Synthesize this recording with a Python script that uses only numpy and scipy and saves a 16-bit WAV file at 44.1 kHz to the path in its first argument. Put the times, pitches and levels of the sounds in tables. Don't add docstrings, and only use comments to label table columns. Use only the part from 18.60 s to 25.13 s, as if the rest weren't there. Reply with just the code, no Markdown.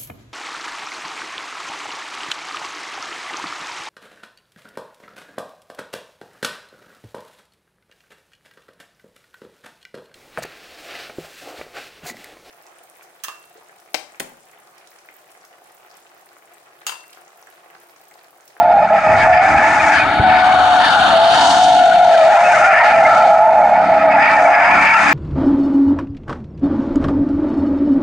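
import sys
import numpy as np
from scipy import signal
from scipy.fft import rfft, irfft, next_fast_len
from scipy.io import wavfile
from scipy.ndimage import uniform_filter1d, minimum_filter1d

SR = 44100
rng = np.random.default_rng(int(sys.argv[2]) if len(sys.argv) > 2 else 0)


def pcm_store(signal):
    levels = np.round(np.clip(np.atleast_2d(signal), -1, 1) * 32767)
    wavfile.write(sys.argv[1], SR, levels.astype(np.int16).T)


N = 287973

LAP_S, NEAREST_S, NOSE_S, TAIL_S, LEFTMOST_S = 5.1, 2.85, 2.424, 4.04, 2.5
CENTRE_M, RADIUS_M = 11.46, 4.8
PAN_DB, PAN_CENTRE_DB = 2.06, 1.38

# (f/Hz, chatter width/Hz, pitch waver at full chatter [share], level/dB,
# gain per squeal [dB/dB], near-side gain/dB, overtone level/dB, chatter share [0-1])
TREAD_MODES = [(652, 44, .025, -18.5, 1.49, 0.5, 2, .35), (718, 40, .02, -16, 1.66, 4, 1, 0.53),
               (841.2, 45, .03, -15, 0.98, 0.7, -9, 0.7)]
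# (t/s, level/dB about its usual level)
SQUEAL_EFFORT = [(0, -2.5), (.25, 2.5), (.85, -2), (1.25, -2.5), (1.48, -6), (1.7, -2.5), (2.3, -3.5),
                 (2.85, -0.5), (3.25, 1.5), (3.95, 0), (4.2, 0), (4.7, 2.5), (5.15, 2.5), (5.68, -2),
                 (5.88, 5), (6.12, 1.5), (6.28, -5.5), (6.53, -6)]
# (start t/s, length/s, start f/Hz, end f/Hz, level/dB, chatter share [0-1])
HELD_STRETCHES = [(-.02, 0.16, 695, 712, -12, 0.1), (0.133, 0.11, 775, 860, -12.5, 0.21),
                  (0.319, 0.048, 630, 660, -11, 0.17), (0.451, 0.0896, 622, 645, -13, 0.08),
                  (0.663, 0.14, 655, 655, -14, 0.07), (0.665, 0.15, 728, 716, -8.5, 0.09),
                  (0.795, .25, 782, 820, -12.5, 0.7), (1.093, 0.24, 863.7, 861.3, -15, .5),
                  (1.632, .6, 745.6, 729.7, -11, .1), (2.361, 0.12, 779, 793.6, -15.5, 0.61),
                  (2.527, 0.2, 657, 680, -10, 0.07), (2.801, .68, 685.4, 667, -13, 0.11),
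                  (2.985, .54, 733, 712, -8, 0.11), (3.102, .6, 816, 827.4, -16, 0.85),
                  (3.492, 0.2034, 668, 642, -9, 0.12), (3.753, 0.1716, 680, 720, -11, .15),
                  (4.06, .07, 770, 778, -9.5, 0.13), (4.3, 0.19, 665, 640, -13.5, 0.16),
                  (4.678, .28, 648, 660, -14.5, .1), (4.701, .2, 827.2, 866, -12.5, 0.32),
                  (4.849, 0.349, 708.7, 715.7, -14.5, .15), (5.26, 0.25, 662, 634, -14, 0.28),
                  (5.529, .27, 845, 854, -11.5, 0.5), (5.819, .33, 702, 714, -11.5, 0.3),
                  (6.222, .16, 886, 897, -14.5, 0.28)]
HOLD_FADE_S = 0.035
PITCH_SWING = 0.012
# (centre t/s, bell deviation/s, level/dB)
BREAKS = [(0.283, 0.012, -15), (0.414, 0.029, -8), (5.261, 0.017, -6.5), (5.403, 0.008, -14)]
OCTAVE_DB, OCTAVE_PER_TEAR, OCTAVE_NEAR_DB = -12, 0.47, 1.5

# (t/s, level/dB)
TEARING = [(0.0, -37), (0.05, -37), (0.54, -20), (1.38, -19.5), (1.58, -29), (1.73, -21), (2.13, -31.5),
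           (2.29, -25.5), (2.35, -35.5), (2.96, -29.5), (3.16, -35.5), (4.16, -15), (4.84, -31),
           (5.51, -25.5), (5.67, -13), (5.84, -22), (5.95, -9), (6.53, -16)]
# (f/Hz, density level/dB)
RASP_SPECTRUM = [(1000, -22), (1350, -2), (1580, -10), (1740, 9.5), (1980, -3.5), (2280, 2.5), (2550, -2.5),
                 (2850, -13.5), (4200, -33.5), (5000, -14), (6000, -71)]
EDGE_SPECTRUM = [(2300, -19.5), (2650, 3.5), (2850, 0.5), (3050, -7.5), (3400, -29)]
GRIND_SPECTRUM = [(400, -38.5), (560, -3), (950, 0.5), (1250, 4), (1550, 3), (1900, -13.5), (3000, -55.5)]
GRIT_SPECTRUM = [(2500, -16.5), (5000, -4.5), (5600, -2.5), (6300, -0.5), (7100, -5.5), (8000, -8.5),
                 (8900, -12.5), (10400, -20.5)]
# (f/Hz, density level/dB)
SCUFF_SPECTRUM = [(2400, -20), (3050, 2), (3350, -7), (3700, 0.5),
                  (4000, -6.5), (4450, 0), (5200, -13.5), (7000, -26.5)]
# (f/Hz, level/dB against tearing)
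FLARES = [(1570, -10.5), (1750, -8.5), (1920, -13.5), (2230, -8.0), (2420, -11.5)]
# (t/s, level/dB)
GRIT_LEVEL = [(0.0, -56), (0.02, -62.5), (0.63, -43), (0.69, -46), (1.29, -38.5), (1.65, -58), (1.78, -45),
              (2.49, -38.5), (2.64, -42), (2.91, -26), (3.36, -42.5), (4.09, -36), (4.11, -43),
              (4.64, -43.5), (4.86, -51.5), (5.55, -55.5), (5.64, -44), (6.53, -35.5)]
# (centre t/s, bell deviation/s, level/dB)
SCUFFS = [(0.602, 0.024, -33), (1.378, 0.037, -29.5), (1.82, 0.077, -31.5), (2.281, 0.056, -23),
          (2.862, 0.17, -19.5), (3.557, 0.1, -30.5), (4.275, .05, -32.5), (4.581, 0.11, -34.5),
          (5.286, 0.1, -43.5), (5.696, 0.046, -34), (6.245, 0.058, -34.5)]
GRIND_DB, GRIND_BEAM_DB, GRIND_FACING_S = -5, 1.5, 1.0
SLIDE_S, SLIDE_LENGTH_S, SLIDE_ATTACK_S, SLIDE_RELEASE_S, SLIDE_DB = 1.72, 1.31, 0.24, 0.09, -19
EDGE_DB, EDGE_BEAM_DB, TAILPIPE_BEAM_DB = -23.5, 7, 1

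# (t/s, f/Hz)
CYCLE_RATE = [(0, 35.4), (1.0, 38.92), (1.5, 37.86), (2.5, 36.92), (4.4, 36.1), (5.4, 35.66), (5.9, 35.74),
              (6.53, 36)]
# (multiple of the cycle rate, level/dB); the eighth is the firing rate
ORDERS = [(2, -10), (3, -17.5), (4, -20), (5, -2), (6, -0.5), (7, -11.5), (8, 1.5), (9, -12), (10, -11),
          (11, -32)]
# (t/s, exhaust drone level/dB, firing tone level/dB)
ENGINE_LEVEL = [(0.0, -41, -44.5), (0.36, -32, -44.5), (0.85, -49, -41.5), (0.91, -36, -32),
                (1.45, -40, -32), (1.64, -27, -31), (2.0, -47, -36), (2.51, -30.5, -39), (2.62, -39, -43.5),
                (2.89, -30.5, -26.5), (3.86, -56, -55), (4.53, -39.5, -45.5), (4.78, -47, -51.5),
                (5.29, -32, -34), (5.89, -40.5, -35), (6.18, -28.5, -28.5), (6.35, -32.5, -45),
                (6.53, -29.5, -24)]
# (f/Hz, density level/dB)
RUMBLE_SPECTRUM = [(20, -23), (38, -6), (65, -1.5), (120, 3), (165, 3.5), (260, 3), (430, -5), (700, 8.5),
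                   (1500, -46)]
FAN_SPECTRUM = [(300, -5), (450, -5.5), (1000, -17), (1600, 3), (2200, -10.5), (2650, -3), (3060, 1),
                (3350, -3.5), (3650, 5.5), (4000, -4.5), (4430, 2.5), (5000, -30), (7000, -25.5)]
# (f/Hz, density level/dB)
ROAR_SPECTRUM = [(110, -27), (180, -8), (270, 16), (370, 2), (520, -34.5)]
FAN_DB, FAN_BEAM_DB = -30, 9

# (centre t/s, bell deviation/s, level/dB)
GUSTS = [(0.507, 0.032, -29), (0.662, 0.11, -28), (0.947, 0.045, -28), (1.19, 0.094, -35),
         (1.466, 0.08, -31), (1.604, 0.0067, -11.5), (1.678, 0.051, -31), (1.926, 0.13, -32.5)]
# (f/Hz, density level/dB)
WIND_SPECTRUM = [(20, -7.5), (45, -14.0), (75, 5.0), (130, -1.5),
                 (220, -6), (400, -12.5), (900, -16.5), (3000, -67)]

# (centre t/s, length/s, start f/Hz, end f/Hz, level/dB)
SHRIEKS = [(.62, 0.05, 1717, 1660, -15.5), (1.02, .14, 1713, 1710, -22), (3.319, 0.047, 1440, 1485, -17),
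           (1.27, 0.14, 2160, 2230, -27), (1.33, .09, 1563, 1630, -14), (2.25, .1, 1804, 1711, -20),
           (2.38, .18, 1426, 1480, -18), (2.88, .22, 985, 903, -17), (3.79, .06, 960, 990, -19),
           (3.86, 0.036, 2557, 2550, -18.5), (4.07, .13, 1415, 1395, -13), (4.19, 0.097, 1713, 1886, -11),
           (4.22, .05, 927, 966, -12.5), (4.55, 0.19, 1332, 1340, -14.5), (4.751, .2, 1320, 1298, -23.5),
           (5.67, 0.15, 1789, 1772, -19.5), (5.74, 0.063, 2280, 2320, -18.5), (6.07, .11, 941, 945, -10),
           (6.18, .09, 1342, 1360, -14.5), (6.25, .17, 2240, 2337, -10.5), (6.37, .09, 1354, 1380, -11.5)]

# (f/Hz, likeness [0-1])
LIKENESS = [(50, 0.3), (130, 0.93), (300, 0.84), (700, 0.85), (1400, 0.55), (2300, 0.42), (3500, 0.47),
            (6000, 0.5), (10000, 0.95)]
# (f/Hz, left minus right level/dB)
PORT_TILT = [(300, -0.5), (750, -1.5), (1050, -6.5), (1400, 9.5), (1800, 2), (2300, -3), (3100, -19),
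             (4000, 3.5), (5500, -3.5), (9000, 0)]
# (f/Hz, left lead [rad])
PORT_PHASE = [(0, 0), (1640, -0.52), (2070, -1), (2580, -0.96), (3190, -0.49), (3700, 0.058), (3960, 0.49),
              (4310, -1.9), (5250, 0.73), (5680, -0.42), (6550, -0.23), (6980, -0.0), (7840, 0.0),
              (9990, -0.1)]
PORT_SHARE, PORT_SWING = 0.42, 0.28
TOP_HZ = 10450


def undb(db):
    return 10 ** (np.asarray(db) / 20)


def unit(x):
    return x / np.sqrt(np.mean(np.abs(x) ** 2))


def curves(table):
    s, *columns = np.transpose(table)
    return [np.interp(np.arange(N) / SR, s, c) for c in columns]


def across(points):
    hz, value = np.transpose(points)
    return np.interp(np.log(np.fft.rfftfreq(N, 1 / SR) + 1), np.log(hz), value)


def flutter(width_hz, slope=2):
    size = next_fast_len(N)
    hz = np.abs(np.fft.fftfreq(size, 1 / SR))
    push = rng.standard_normal(size) + 1j * rng.standard_normal(size)
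    lowpass = np.sqrt(1 + (hz / width_hz) ** (2 * slope))
    return unit(np.fft.ifft(push / lowpass)[:N])


def walk(rate_hz):
    return unit(flutter(rate_hz).real)


def noise(spectrum):
    mid, side = rfft(rng.standard_normal((2, N)))
    alike = np.clip(across(LIKENESS), 0, 1)
    mid = mid * np.sqrt(1 + alike)
    side = side * np.sqrt(1 - alike)
    ports = np.array([mid + side, mid - side])
    return unit(irfft(ports * undb(across(spectrum)), N))


def swell(s, deviation_s):
    return np.exp(-.5 * ((np.arange(N) / SR - s) / deviation_s) ** 2)


def gate(s, length, attack_s, release_s):
    t = np.arange(N) / SR - s
    return np.clip(.5 + np.minimum(t / attack_s, (length - t) / release_s), 0, 1)


def lap(s):
    return np.cos(2 * np.pi * (np.arange(N) / SR - s) / LAP_S)


def distance():
    return np.sqrt(CENTRE_M ** 2 + RADIUS_M ** 2 - 2 * CENTRE_M * RADIUS_M * lap(NEAREST_S))


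def nearness():
    metres = distance()
    return metres.min() / metres


def mode_motion(mode):
    rest_hz, _, _, rest_db, follow, near_db, _, chatter = mode
    effort_db, = curves(SQUEAL_EFFORT)
    doppler = 1 - np.gradient(distance()) * SR / 343
    hz = rest_hz * doppler * (1 + PITCH_SWING * lap(NEAREST_S))
    db = rest_db + follow * effort_db + near_db * lap(NEAREST_S)
    for s, length, start_hz, end_hz, held_db, held_chatter in HELD_STRETCHES:
        nearest = min(TREAD_MODES, key=lambda m: abs(m[0] - end_hz) / m[1])
        if mode is nearest:
            hold = gate(s, length, HOLD_FADE_S, HOLD_FADE_S)
            glide, = curves([(s, start_hz), (s + length, end_hz)])
            hz = hz + hold * (glide - hz)
            db = db + hold * (held_db - db)
            chatter = chatter + hold * (held_chatter - chatter)
    return hz, db, chatter


def tread(hz, chatter, width_hz, waver):
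    share = np.clip(chatter, 0.02, 1)
    wavering_hz = hz * (1 + waver * np.sqrt(share) * walk(17.94))
    turn = np.exp(2j * np.pi * np.cumsum(wavering_hz) / SR)
    swing = turn * (np.sqrt(1 - share) + np.sqrt(share) * flutter(width_hz, slope=1.89))
    octave = unit(swing * turn * (1 + 2.0 * flutter(38)))
    twelfth = unit(swing * turn ** 2 * (1 + 2.5 * flutter(51)))
    return np.real([swing, octave, twelfth])


def squeal():
    total, power = 0, 0
    for mode in TREAD_MODES:
        _, width_hz, waver, _, _, _, overtone_db, _ = mode
        hz, db, chatter = mode_motion(mode)
        balance = undb([[0], [overtone_db], [overtone_db]])
        total = total + undb(db) * tread(hz, chatter, width_hz, waver) * balance
        power = power + undb(db + overtone_db) ** 2
    fundamental, octave, twelfth = total
    tearing_db, = curves(TEARING)
    octave_db = OCTAVE_DB + OCTAVE_PER_TEAR * tearing_db + OCTAVE_NEAR_DB * lap(NEAREST_S)
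    overtones = (undb(octave_db) * octave + undb(tearing_db - 6.5) * twelfth) / np.sqrt(power)
    grip = undb(sum(db * swell(s, deviation_s) for s, deviation_s, db in BREAKS))
    return np.sqrt(2) * (grip * fundamental + overtones)


def scrub():
    tearing_db, = curves(TEARING)
    judder = walk(35)

    slide = undb(SLIDE_DB) * gate(SLIDE_S, SLIDE_LENGTH_S, SLIDE_ATTACK_S, SLIDE_RELEASE_S)
    grind_gain = undb(tearing_db + GRIND_DB + GRIND_BEAM_DB * lap(GRIND_FACING_S))
    grind = noise(GRIND_SPECTRUM) * np.hypot(grind_gain, slide) * undb(1.0 * walk(30))

    rasp = noise(RASP_SPECTRUM) * undb(tearing_db - 3.0 + 2.15 * judder + 2.8 * walk(8.9))
    for hz, db in FLARES:
        wander = 1 + .016 * walk(90) + .02 * walk(9)
        cry = np.sin(2 * np.pi * np.cumsum(hz * wander) / SR)
        rasp = rasp + unit(cry * undb(5.5 * walk(22))) * undb(tearing_db + db)
    edge_db = tearing_db + EDGE_DB + EDGE_BEAM_DB * lap(TAIL_S) + 2.0 * judder
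    edge = noise(EDGE_SPECTRUM) * undb(edge_db)

    grit_db, = curves(GRIT_LEVEL)
    grit = noise(GRIT_SPECTRUM) * undb(grit_db + 2.0 + 1.0 * judder + 1.0 * walk(5.7))
    scuff_gain = sum(undb(db) * swell(s, deviation_s) for s, deviation_s, db in SCUFFS)
    scuff = noise(SCUFF_SPECTRUM) * scuff_gain
    return grind + rasp + edge + grit + scuff


def engine():
    hz, = curves(CYCLE_RATE)
    drone_db, firing_db = curves(ENGINE_LEVEL)
    phase = 2 * np.pi * np.cumsum(hz * (1 + 0.0022 * walk(9.2))) / SR
    tones = 0
    for order, db in ORDERS:
        level_db = drone_db if order <= 6 else firing_db
        unsteady = 1 + .4 * flutter(4)
        tones = tones + undb(level_db + db - 1.0) * np.real(np.exp(1j * order * phase) * unsteady)
    rumble_db = -35.0 + TAILPIPE_BEAM_DB * lap(TAIL_S) + 3.0 * walk(3.5)
    rumble = noise(RUMBLE_SPECTRUM) * undb(rumble_db)
    roar = noise(ROAR_SPECTRUM) * undb(firing_db - 4.0 + 1.6 * walk(4.5))
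    fan_db = FAN_DB + FAN_BEAM_DB * lap(NOSE_S) + 1.0 * walk(17)
    fan = noise(FAN_SPECTRUM) * nearness() * undb(fan_db)
    return tones + rumble + roar + fan


def wind():
    blow = sum(undb(db) * swell(s, deviation_s) for s, deviation_s, db in GUSTS)
    return blow * noise(WIND_SPECTRUM)


def shrieks(waver=0.017):
    out, t = np.zeros(N), np.arange(N) / SR
    warble = 1 + waver * walk(85)
    grip = unit(1 + 1.3 * flutter(60))
    for s, length, start_hz, end_hz, db in SHRIEKS:
        span = np.abs(t - s) < length
        along = (t[span] - s) / length
        hz = np.interp(along, [-.5, .5], [start_hz, end_hz]) * warble[span]
        cry = np.real(grip[span] * np.exp(2j * np.pi * np.cumsum(hz) / SR))
        envelope = np.exp(-(2 * along) ** 4)
        out[span] += np.sqrt(2) * undb(db) * envelope * cry
    return out


def lot(x, t60=0.24, wet_db=-19):
    t = np.arange(SR) / SR
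    tail = rng.standard_normal((2, SR)) * undb(-60 * t / t60)
    tail /= np.sqrt(np.sum(tail ** 2, axis=1, keepdims=True))
    echoes = signal.fftconvolve(x.mean(axis=0)[None], tail, axes=1)[:, :N]
    return x + undb(wet_db) * echoes


def scene():
    pan_db = PAN_CENTRE_DB + PAN_DB * lap(LEFTMOST_S)
    pan = undb(np.array([pan_db, -pan_db]) / 2)
    tyres = (squeal() + shrieks() + scrub()) * pan
    return lot(tyres) + engine() + wind()


def limiter(x, ceiling=0.89, hold_s=0.0082):
    size = max(int(hold_s * SR), 2)
    gain = np.minimum(1, ceiling / (np.abs(x).max(axis=0) + 1e-9))
    return x * uniform_filter1d(minimum_filter1d(gain, size), size)


def record(dry):
    lean = undb(across(PORT_TILT) / 2) * np.exp(.5j * across(PORT_PHASE))
    ports = irfft(rfft(dry) * np.array([lean, 1 / lean]), N)
    blend = PORT_SHARE + PORT_SWING * lap(LEFTMOST_S)
    ports = dry + blend * (ports - dry)
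    held = limiter(ports * undb(1.5))
    lowpass = signal.ellip(10, .05, 70, TOP_HZ, fs=SR, output="sos")
    return signal.sosfiltfilt(lowpass, held)


dry = scene()
out = record(dry)
pcm_store(out)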